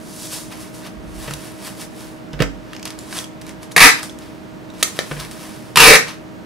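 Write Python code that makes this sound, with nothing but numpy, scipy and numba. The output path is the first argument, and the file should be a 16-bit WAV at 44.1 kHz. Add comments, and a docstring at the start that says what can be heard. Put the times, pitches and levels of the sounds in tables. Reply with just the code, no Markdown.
"""Packing tape is pulled twice off a tape gun, after a flat cardboard parcel is turned over on a lap.
The tape jerks loose (noise bursts) and screeches as fast, uneven slips ring the tape and gun.
After the first pull the tape snaps on the blade, where a blow rings the metal and the handle.
Hands rub (tiny clicks) and bump (soft pushes) the card, small parts click, and a fan hums (noise and tones).
The room adds echoes, and the close stereo microphone overloads."""
import sys
import numpy as np
from scipy import signal
from scipy.fft import rfft, irfft
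from scipy.io import wavfile
from numba import njit

SR = 44100
rng = np.random.default_rng(int(sys.argv[2]) if len(sys.argv) > 2 else 0)


def to_wav(s):
    """Save 16-bit WAV."""
    ch = np.atleast_2d(s).T  # columns
    pcm = np.round(np.clip(ch, -1, 1) * 32767)  # PCM
    wavfile.write(sys.argv[1], SR, pcm.astype(np.int16))


N = 284445
T = np.arange(N) / SR  # time in seconds

# All levels in the tables are relative: the functions that use them also set overall levels.
# Airy noise of the fan. Each row: frequency in Hz, level in dB.
FAN_AIR = [(20, -28), (50, -10.5), (80, -10.5), (125, -7), (200, -1), (300, -7), (400, -9), (640, -14),
           (950, -17.5), (1600, -21), (3200, -28.5), (6000, -34), (10000, -41), (16000, -45)]
# Steady tones of the fan. Each row: frequency in Hz, level in dB.
FAN_TONES = [(120, -49.5), (179.5, -53), (314.3, -40.5), (360, -57), (629, -46), (943, -55.5)]
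# Hands and cloth slide over the card. Each row: firmest moment in seconds, hiss in dB, scrape in dB,
# swelling time in seconds, fading time in seconds.
CARD_RUBS = [(.25, -32, -44.5, 0.12, 0.09), (.33, -25.5, -34.5, 0.02, 0.062),
             (.523, -39, -34.5, 0.012, 0.029), (.62, -38.5, -41.5, 0.055, 0.055),
             (.745, -39.5, -47, 0.011, 0.073), (.872, -42, -34.5, 0.042, 0.013),
             (1.23, -37, -38.5, 0.073, 0.13), (1.31, -40, -38, 0.04, .04),
             (1.45, -40.5, -41.5, 0.096, 0.084), (1.67, -33, -34, 0.048, 0.04),
             (1.82, -31, -34.5, 0.03, 0.022), (2.01, -40.5, -41, 0.057, 0.083), (4.22, -50, -45, .03, 0.11),
             (4.88, -33, -37, 0.041, 0.027), (4.97, -39.5, -38, 0.04, 0.14), (5.13, -40, -43, 0.081, 0.13),
             (5.201, -35, -30, 0.011, 0.04), (5.317, -40, -40, 0.0073, 0.032),
             (5.43, -40.5, -40, 0.11, 0.2)]
# Fingers work at the sticky film. 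Each row: the same columns as CARD_RUBS.
FILM_RUBS = [(2.745, -54, -41.5, 0.067, 0.041), (2.855, -40, -31.5, 0.0025, 0.051),
             (2.99, -42, -42, 0.0044, 0.071), (3.183, -26.5, -27, 0.051, 0.03),
             (3.416, -41, -36, 0.0022, 0.0077), (3.495, -43.5, -38, 0.032, 0.023),
             (3.632, -39.5, -37.5, 0.0099, 0.018), (3.72, -31.5, -35, 0.0041, 0.0064),
             (3.99, -37, -29, .025, 0.033), (4.03, -31.5, -34, .005, 0.039),
             (4.738, -50, -41.5, .002, 0.066), (4.817, -35, -34, 0.019, 0.0037),
             (6.085, -36.5, -26, 0.015, 0.032)]
# Bright part of rubbing, clicks and snaps. Each row: frequency in Hz, level in dB.
HISS_COLOUR = [(1200, -14), (2500, -1), (4500, 4.5), (7000, 3), (10500, 4), (13000, -5), (16000, -10)]
# Duller part of rubbing and clicks. Each row: frequency in Hz, level in dB.
SCRAPE_COLOUR = [(250, -12), (600, 2), (1000, 4.5), (2000, 2.5), (3800, 0.5), (6000, -4), (10000, -22.5)]
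# The parcel is swung round. Each row: middle in seconds, time from there to 37 % in seconds, level in dB.
PARCEL_SWINGS = [(1.162, 0.17, -36.5), (5.2, .05, -47)]
# The parcel is bumped. Each row: start in seconds, level in dB, crunch in dB, boom in dB,
# left minus right in dB.
PARCEL_BUMPS = [(1.279, -24, -1, -10, 2), (1.309, -20, -9, -8, -1), (2.336, -25, -8.5, 6, -6),
                (2.391, -32.5, 5, -7, 7), (2.403, -8, -7.5, -6, -9.5), (2.42, -9.5, -6, -13, 0),
                (5.1121, -20.5, -2, -6, 0), (5.166, -32, 2, 0, 1)]
# Resonances of the parcel on the lap. Each row: frequency in Hz, width in Hz, level in dB.
PARCEL_RINGS = [(146.5, 10, 18.5), (183, 14, 2), (234, 13, 2), (283, 4.7, 12), (494, 60, -3),
                (586, 51, -11), (775, 54, -3)]
# Crunch of the crushed flutes. Each row: frequency in Hz, level in dB.
CRUNCH_COLOUR = [(240, -18), (450, 2.5), (1000, -8.5), (1350, -4), (1800, -7.5), (3000, -9.5), (4500, -18),
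                 (6000, -27), (14000, -35.5)]
# Small clicks of film and plastic. Each row: start in seconds, level in dB, ring in Hz, treble in dB.
SMALL_CLICKS = [(1.3092, -22, 1620, -2), (1.337, -18.5, 3600, 7), (2.332, -28.5, 3160, -28),
                (2.4221, -12, 2840, -18), (2.7327, -23.5, 1600, -22), (2.75, -31.5, 2940, -20),
                (2.7647, -26, 2720, -25), (2.7953, -31.5, 2800, -20), (2.8285, -23.5, 2860, -32),
                (2.8543, -17.5, 4350, 8), (2.8763, -24, 2920, -21), (2.905, -23.5, 2050, 4),
                (2.9893, -23.5, 4400, -3), (3.127, -21, 1730, -19), (3.1507, -30, 1500, -1),
                (3.188, -16, 3600, -18), (3.242, -25, 3250, -3), (3.4145, -32, 2130, 5),
                (3.466, -31, 2540, 2), (3.493, -28.5, 2250, 5), (3.7153, -33, 1513, -15),
                (4.031, -17.5, 1620, 4), (4.0958, -27, 3500, -23), (4.188, -31, 1740, 20),
                (4.7016, -33.5, 3750, -32), (5.2003, -23, 3900, -18), (5.2492, -26, 2070, 0),
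                (5.3125, -28, 1990, 9), (6.092, -28, 1500, -17)]
# The glue gives way in single jerks. Each row: start in seconds, level in dB, fading time in seconds,
# ring of the free tape in Hz.
TAPE_JERKS = [(3.7631, -6.5, 0.01, 2100), (3.7658, 5.5, 0.0013, 2120), (3.778, -2, 0.0064, 2090),
              (3.7934, -8, 0.0064, 2140), (5.7579, -8, 0.0084, 2510), (5.771, 5.5, 0.0042, 2450),
              (5.802, 9, 0.0032, 2700), (5.954, -3.5, 0.0084, 2130)]
# Resonances of the tape gun frame. Each row: frequency in Hz, width in Hz, level in dB.
GUN_RINGS = [(462, 37, -2), (793, 160, -7), (955, 91, -8), (1290, 560, -6.5), (1358, 78, -10),
             (1698, 440, -3), (1930, 210, -8), (3640, 1230, -6.5)]
# Crackle of the parting glue. Each row: frequency in Hz, level in dB.
GLUE_COLOUR = [(60, -8), (180, 8.5), (320, -28), (1200, 3), (2700, -15), (3200, -4.5), (4000, -3.5),
               (7000, -6.5), (10500, 2.5), (13000, -3), (16000, -36)]
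# The arm draws tape off the roll. Each row: start in seconds, length in seconds, fastest moment in seconds
# after the start, speeding-up time in seconds, slowing-down time in seconds, top slips per second,
# level in dB, ring of the free tape at the start in Hz, ring of the roll in Hz, boom of the roll in dB,
# share of the tape drawn (0 to 1) when it booms most.
TAPE_PULLS = [(3.803, 0.18, .036, .12, .068, 850, 1, 2206, 324, -7.5, 0.61),
              (5.773, .191, .09, .12, .13, 880, 1.5, 2630, 470, 0, 0.73)]
# The taut tape breaks on the blade and the gun springs back. Each row: start in seconds, level in dB,
# main ring in Hz, handle in dB, bright crack in dB.
TAPE_SNAPS = [(4.8276, -4, 3740, -8.5, 3), (4.8308, -10.5, 5500, -29, 7), (4.9903, -5, 3250, -1, -11.5)]
# Resonances of the blade and guard. Each row: frequency in Hz, width in Hz, level in dB.
BLADE_RINGS = [(1320, 160, 12), (1850, 350, 11), (2270, 190, 0), (3080, 200, -9), (3740, 180, 5)]
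# How sound dies away in the room. Each row: lowest frequency in Hz, highest frequency in Hz,
# time to fall by 60 dB in seconds, level in dB.
ROOM_BANDS = [(38.6, 330, 0.43, -2), (370, 1970, 0.26, 3.5), (1400, 4840, 0.31, -1.5),
              (4840, 8850, 0.26, 4.5), (9000, 21600, 0.23, 0)]


def amp(db):
    """Turn decibels into a gain."""
    return 10 ** (np.asarray(db) / 20)


def unit(x):
    """Scale to an average strength (rms) of 1."""
    return x / np.sqrt(np.mean(x ** 2) + 1e-18)


def noise():
    """White noise over the whole scene."""
    return rng.standard_normal(N)


def walk(rate):
    """Random values, rate of them a second, joined by straight lines."""
    return np.interp(T * rate, np.arange(N), noise())


def pan(db):
    """Left and right gains; db is left minus right."""
    return amp(np.array([[db], [-db]]) / 2)


def colour(x, points):
    """Filter through (Hz, dB) points without sounding early; white noise keeps its power."""
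    hz, db = np.transpose(points)
    size = 4096
    bins_hz = np.arange(size + 1) * SR / (2 * size)
    gain = unit(amp(np.interp(np.log(bins_hz + 1), np.log(hz), db)))
    # folding the cepstrum makes the filter respond as early as it can
    cepstrum = irfft(np.log(gain))
    cepstrum[1:size] *= 2
    cepstrum[size + 1:] = 0
    response = irfft(np.exp(rfft(cepstrum)))
    return signal.fftconvolve(x, response)[:len(x)]


@njit
def svf(x, hz, width):
    """Let through a band around a centre that may move; the gain there is 1."""
    y, band, low = np.empty(len(x)), 0., 0.
    for i in range(len(x)):
        g, k = np.tan(np.pi * hz[i] / SR), width / hz[i]
        v = (band + g * (x[i] + 1e-18 - low)) / (1 + g * (g + k))
        band, low, y[i] = 2 * v - band, low + 2 * g * v, k * v
    return y


def ring(x, modes):
    """Ring resonances (Hz, width in Hz, dB) side by side; white noise keeps its power."""
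    power = sum(amp(db) ** 2 * np.pi * width / SR for _, width, db in modes)
    total = sum(amp(db) * svf(x, hz + np.zeros(len(x)), float(width)) for hz, width, db in modes)
    return total / np.sqrt(power)


def burst(length, size=16384):
    """Noise that starts at once and falls to 37 % in length seconds."""
    return rng.standard_normal(size) * np.exp(-T[:size] / length)


def add(out, s, x):
    """Mix x into out from time s."""
    i = int(s * SR)
    out[..., i:i + x.shape[-1]] += x[..., :N - i]


def fan(air_db=-39, pan_db=-2.0, side_db=0, side_top_hz=3500):
    """Airy fan noise with slightly wavering tones, a little to the right, wider in its low part."""
    mid = unit(colour(noise(), FAN_AIR))
    low_pass = signal.butter(2, side_top_hz, fs=SR, output="sos")
    side = signal.sosfilt(low_pass, unit(colour(noise(), FAN_AIR)))
    air = amp(air_db) * (mid + amp(side_db) * side * np.array([[1], [-1]]))
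    hum = np.zeros(N)
    for hz, db in FAN_TONES:
        level = amp(db + .6 * walk(6))
        cycles = np.cumsum(hz * (1 + .002 * walk(5))) / SR
        hum += level * np.sin(2 * np.pi * cycles)
    return (air + hum) * pan(pan_db)


def rubbing(strokes, grain_rate, scatter_db, smooth_db, hiss_db, scrape_db):
    """A surface catches and lets go in tiny clicks that hiss and scrape, swelling and fading each stroke."""
    shape = 0.99  # 1 = pressure builds and fades exponentially, 2 = as a bell
    hiss_power, scrape_power = np.zeros(N), np.zeros(N)
    for s, high_db, low_db, attack, release in strokes:
        distance = np.abs(T - s) / np.where(T < s, attack, release)
        pressure = np.exp(-np.minimum(distance, 20) ** shape)
        hiss_power += (amp(high_db) * pressure) ** 2
        scrape_power += (amp(low_db) * pressure) ** 2
    sizes = amp(scatter_db * np.minimum(rng.exponential(size=N), 5))
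    catches = rng.random(N) < grain_rate / SR  # grain_rate clicks a second on average
    grains = unit(catches * sizes * np.sign(noise()))
    friction = unit(grains + amp(smooth_db) * noise())
    hiss = colour(friction * np.sqrt(hiss_power), HISS_COLOUR)
    scrape = colour(friction * np.sqrt(scrape_power), SCRAPE_COLOUR)
    return amp(hiss_db) * hiss + amp(scrape_db) * scrape


def sway(centre_hz=57, width_hz=24, pan_db=-5, apart_db=1):
    """Air pushed by the broad parcel rumbles, a little differently at each microphone port."""
    motion = sum(amp(db) * np.exp(-((T - s) / half) ** 2) for s, half, db in PARCEL_SWINGS)
    mode = [(centre_hz, width_hz, 0)]
    shared, left, right = (unit(ring(ring(noise(), mode), mode)) for _ in range(3))
    rumble = unit(shared + amp(apart_db) * np.array([left, right]))
    return motion * rumble * pan(pan_db)


def bumps(thud_db=26, boom_db=22, boom_hz=53, boom_width_hz=3.4):
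    """A soft push rings the parcel and sets off a deep boom while the flutes crunch."""
    out = np.zeros((2, N))
    push_s, crunch_s = .0011, .011  # fading times
    for s, db, crunch_db, deep_db, pan_db in PARCEL_BUMPS:
        crunch = amp(crunch_db) * colour(burst(crunch_s), CRUNCH_COLOUR)
        push = np.exp(-T[:len(crunch)] / push_s) / (push_s * SR)
        thud = amp(thud_db) * ring(push, PARCEL_RINGS)
        boom = amp(boom_db + deep_db) * ring(push, [(boom_hz, boom_width_hz, 0)])
        add(out, s, amp(db) * pan(pan_db) * (thud + boom + crunch))
    return out


def clicks(width_hz=420, upper_ratio=1.61, upper_db=-7, body_db=-11, bright_db=-1, strength_db=-17):
    """Film creases flip and loose plastic parts touch, each with its own pair of short rings."""
    out = np.zeros(N)
    for s, db, hz, treble_db in SMALL_CLICKS:
        touch = burst(.0018, size=2048)
        rings = ring(touch, [(hz, width_hz, 0), (hz * upper_ratio, 2 * width_hz, upper_db)])
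        body = amp(body_db) * unit(colour(touch, SCRAPE_COLOUR))
        treble = amp(treble_db + bright_db) * unit(colour(touch, HISS_COLOUR))
        add(out, s, amp(db + strength_db) * unit(unit(rings) + body + treble))
    return out


def tape_body(slips, span_hz, span_width_hz=700, span_db=-3, frame_db=-4, glue_db=-8):
    """Each slip rings the free length of tape and the gun, over the crackle of the glue."""
    # two band filters in a row give the ring of the tape steep flanks
    span = ring(slips, [(span_hz, span_width_hz, 0)])
    span = svf(span, span_hz + np.zeros(len(slips)), 2. * span_width_hz)
    frame = ring(slips, GUN_RINGS)
    glue = colour(slips, GLUE_COLOUR)
    return amp(span_db) * span + amp(frame_db) * frame + amp(glue_db) * glue


def jerks():
    """Around the start of each pull, and late in the second, the tape comes loose in short tugs (noise bursts)."""
    out = np.zeros(N)
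    for s, db, length, hz in TAPE_JERKS:
        add(out, s, amp(db) * tape_body(burst(length), hz))
    return out


def pull(roll_width_hz=87, jitter=.35, scatter_db=3.0, fizz_db=-5, fizz_share=0.51):
    """Tape peels in uneven slips with a fizz of breaking glue threads; speed sets their rate and strength."""
    speed_power = 2.65  # the strength of the slips grows as this power of the speed
    slips_to_halve = 500  # the free tape lengthens: after this many slips its ring is half as high
    boom_spread, boom_rest_db = 0.14, -13  # share of the pull the boom spans; its level for the rest
    out = np.zeros(N)
    for s, length, fastest, rise, fall, top_rate, db, start_hz, roll_hz, boom_db, boom_share in TAPE_PULLS:
        t = T - s - fastest
        speed = np.exp(-(t / np.where(t < 0, rise, fall)) ** 2) * (T > s) * (T < s + length)
        rate = top_rate * speed
        drawn = np.cumsum(rate) / SR  # tape drawn, counted in even slips
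        phase = np.cumsum(rate * np.exp(jitter * walk(500))) / SR
        # a slip happens whenever the phase passes a whole number
        sizes = unit(amp(scatter_db * noise()))
        slips = np.diff(np.floor(phase), prepend=0) * sizes * np.sqrt(SR / (rate + 1))
        fizz = noise() * np.exp(-(phase % 1) / fizz_share) * np.sqrt(2 / fizz_share)
        # the glue grips in patches, so the pull surges every few milliseconds
        surge = unit(amp(3 * walk(220)))
        drive = (slips + amp(fizz_db) * fizz) * surge * amp(db) * speed ** speed_power
        boom = amp(boom_rest_db) + np.exp(-((drawn / drawn[-1] - boom_share) / boom_spread) ** 2)
        out += tape_body(drive, start_hz / (1 + drawn / slips_to_halve))
        out += amp(boom_db) * ring(drive * boom, [(roll_hz, roll_width_hz, 0)])
    return out


def snaps(blow_db=14, crack_s=0.0022, width_hz=800, main_db=-5, blade_db=-3,
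          low_hz=530, low_width_hz=190, flutter_s=0.009, flutter_db=-21):
    """One blow rings the blade and the hollow handle; the parting film cracks and flutters on."""
    out = np.zeros(N)
    for s, db, hz, handle_db, crack_db in TAPE_SNAPS:
        crack = burst(crack_s) + amp(flutter_db) * burst(flutter_s)
        blow = amp(blow_db) * signal.unit_impulse(len(crack)) + amp(flutter_db) * burst(flutter_s)
        metal = amp(main_db) * ring(blow, [(hz, width_hz, 0)]) + amp(blade_db) * ring(blow, BLADE_RINGS)
        handle = amp(handle_db) * ring(blow, [(low_hz, low_width_hz, 0)])
        film = amp(crack_db) * colour(crack, HISS_COLOUR)
        add(out, s, amp(db) * (metal + handle + film))
    return out


def room(x, early_db=-8, early_s=0.0082, tail_db=-10):
    """Desk and body reflect at once, the walls ring on; each port hears its own reflections."""
    t = T[:SR * 2 // 3]
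    tail = np.zeros((2, len(t)))
    for lo, hi, t60, db in ROOM_BANDS:
        band_pass = signal.butter(3, [lo, min(hi, .45 * SR)], "band", fs=SR, output="sos")
        band = signal.sosfilt(band_pass, rng.standard_normal(tail.shape))
        tail += amp(db - 60 * t / t60) * band
    tail = unit(tail * np.clip(t / 0.017, 0, 1))  # the tail fades in over 17 ms
    # the ports are close together: their first reflections differ more in the treble
    mid, side = rng.standard_normal(tail.shape)
    side = side - 0.21 * signal.sosfilt(signal.butter(1, 2500, fs=SR, output="sos"), side)
    early = (mid + side * np.array([[1], [-1]])) * np.exp(-t / early_s) * (t > .001)
    response = (amp(tail_db) * tail + amp(early_db) * unit(early)) / np.sqrt(len(t))
    return x + signal.fftconvolve(x, response, axes=1)[:, :N]


def ports(x, lag_share):
    """A near sound reaches the right port a fraction of a sample (lag_share) before the left."""
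    left = x + lag_share * (np.roll(x, 1) - x)
    return np.array([left, x])


def scene():
    """The tape gun works a little to one side, the hands slide over the parcel near the middle."""
    card = rubbing(CARD_RUBS, grain_rate=5000, scatter_db=5.0, smooth_db=3, hiss_db=-1, scrape_db=-0.5)
    film = rubbing(FILM_RUBS, grain_rate=1800, scatter_db=4.0, smooth_db=0.0, hiss_db=-0.5, scrape_db=-2.5)
    tape_gun = clicks() + film + jerks() + pull() + snaps()
    near = ports(tape_gun, lag_share=0.67) + ports(card, lag_share=0.079)
    return fan() + sway() + room(near + bumps())


def record(dry, ceiling=0.91, top_hz=15650):
    """The microphone rounds off peaks near its ceiling, and the sound above top_hz is cut."""
    clipped = dry / (1 + (dry / ceiling) ** 8) ** (1 / 8)
    top_cut = signal.ellip(12, .2, 70, top_hz, fs=SR, output="sos")
    return signal.sosfilt(top_cut, clipped)


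dry = scene()
out = record(dry)
to_wav(out)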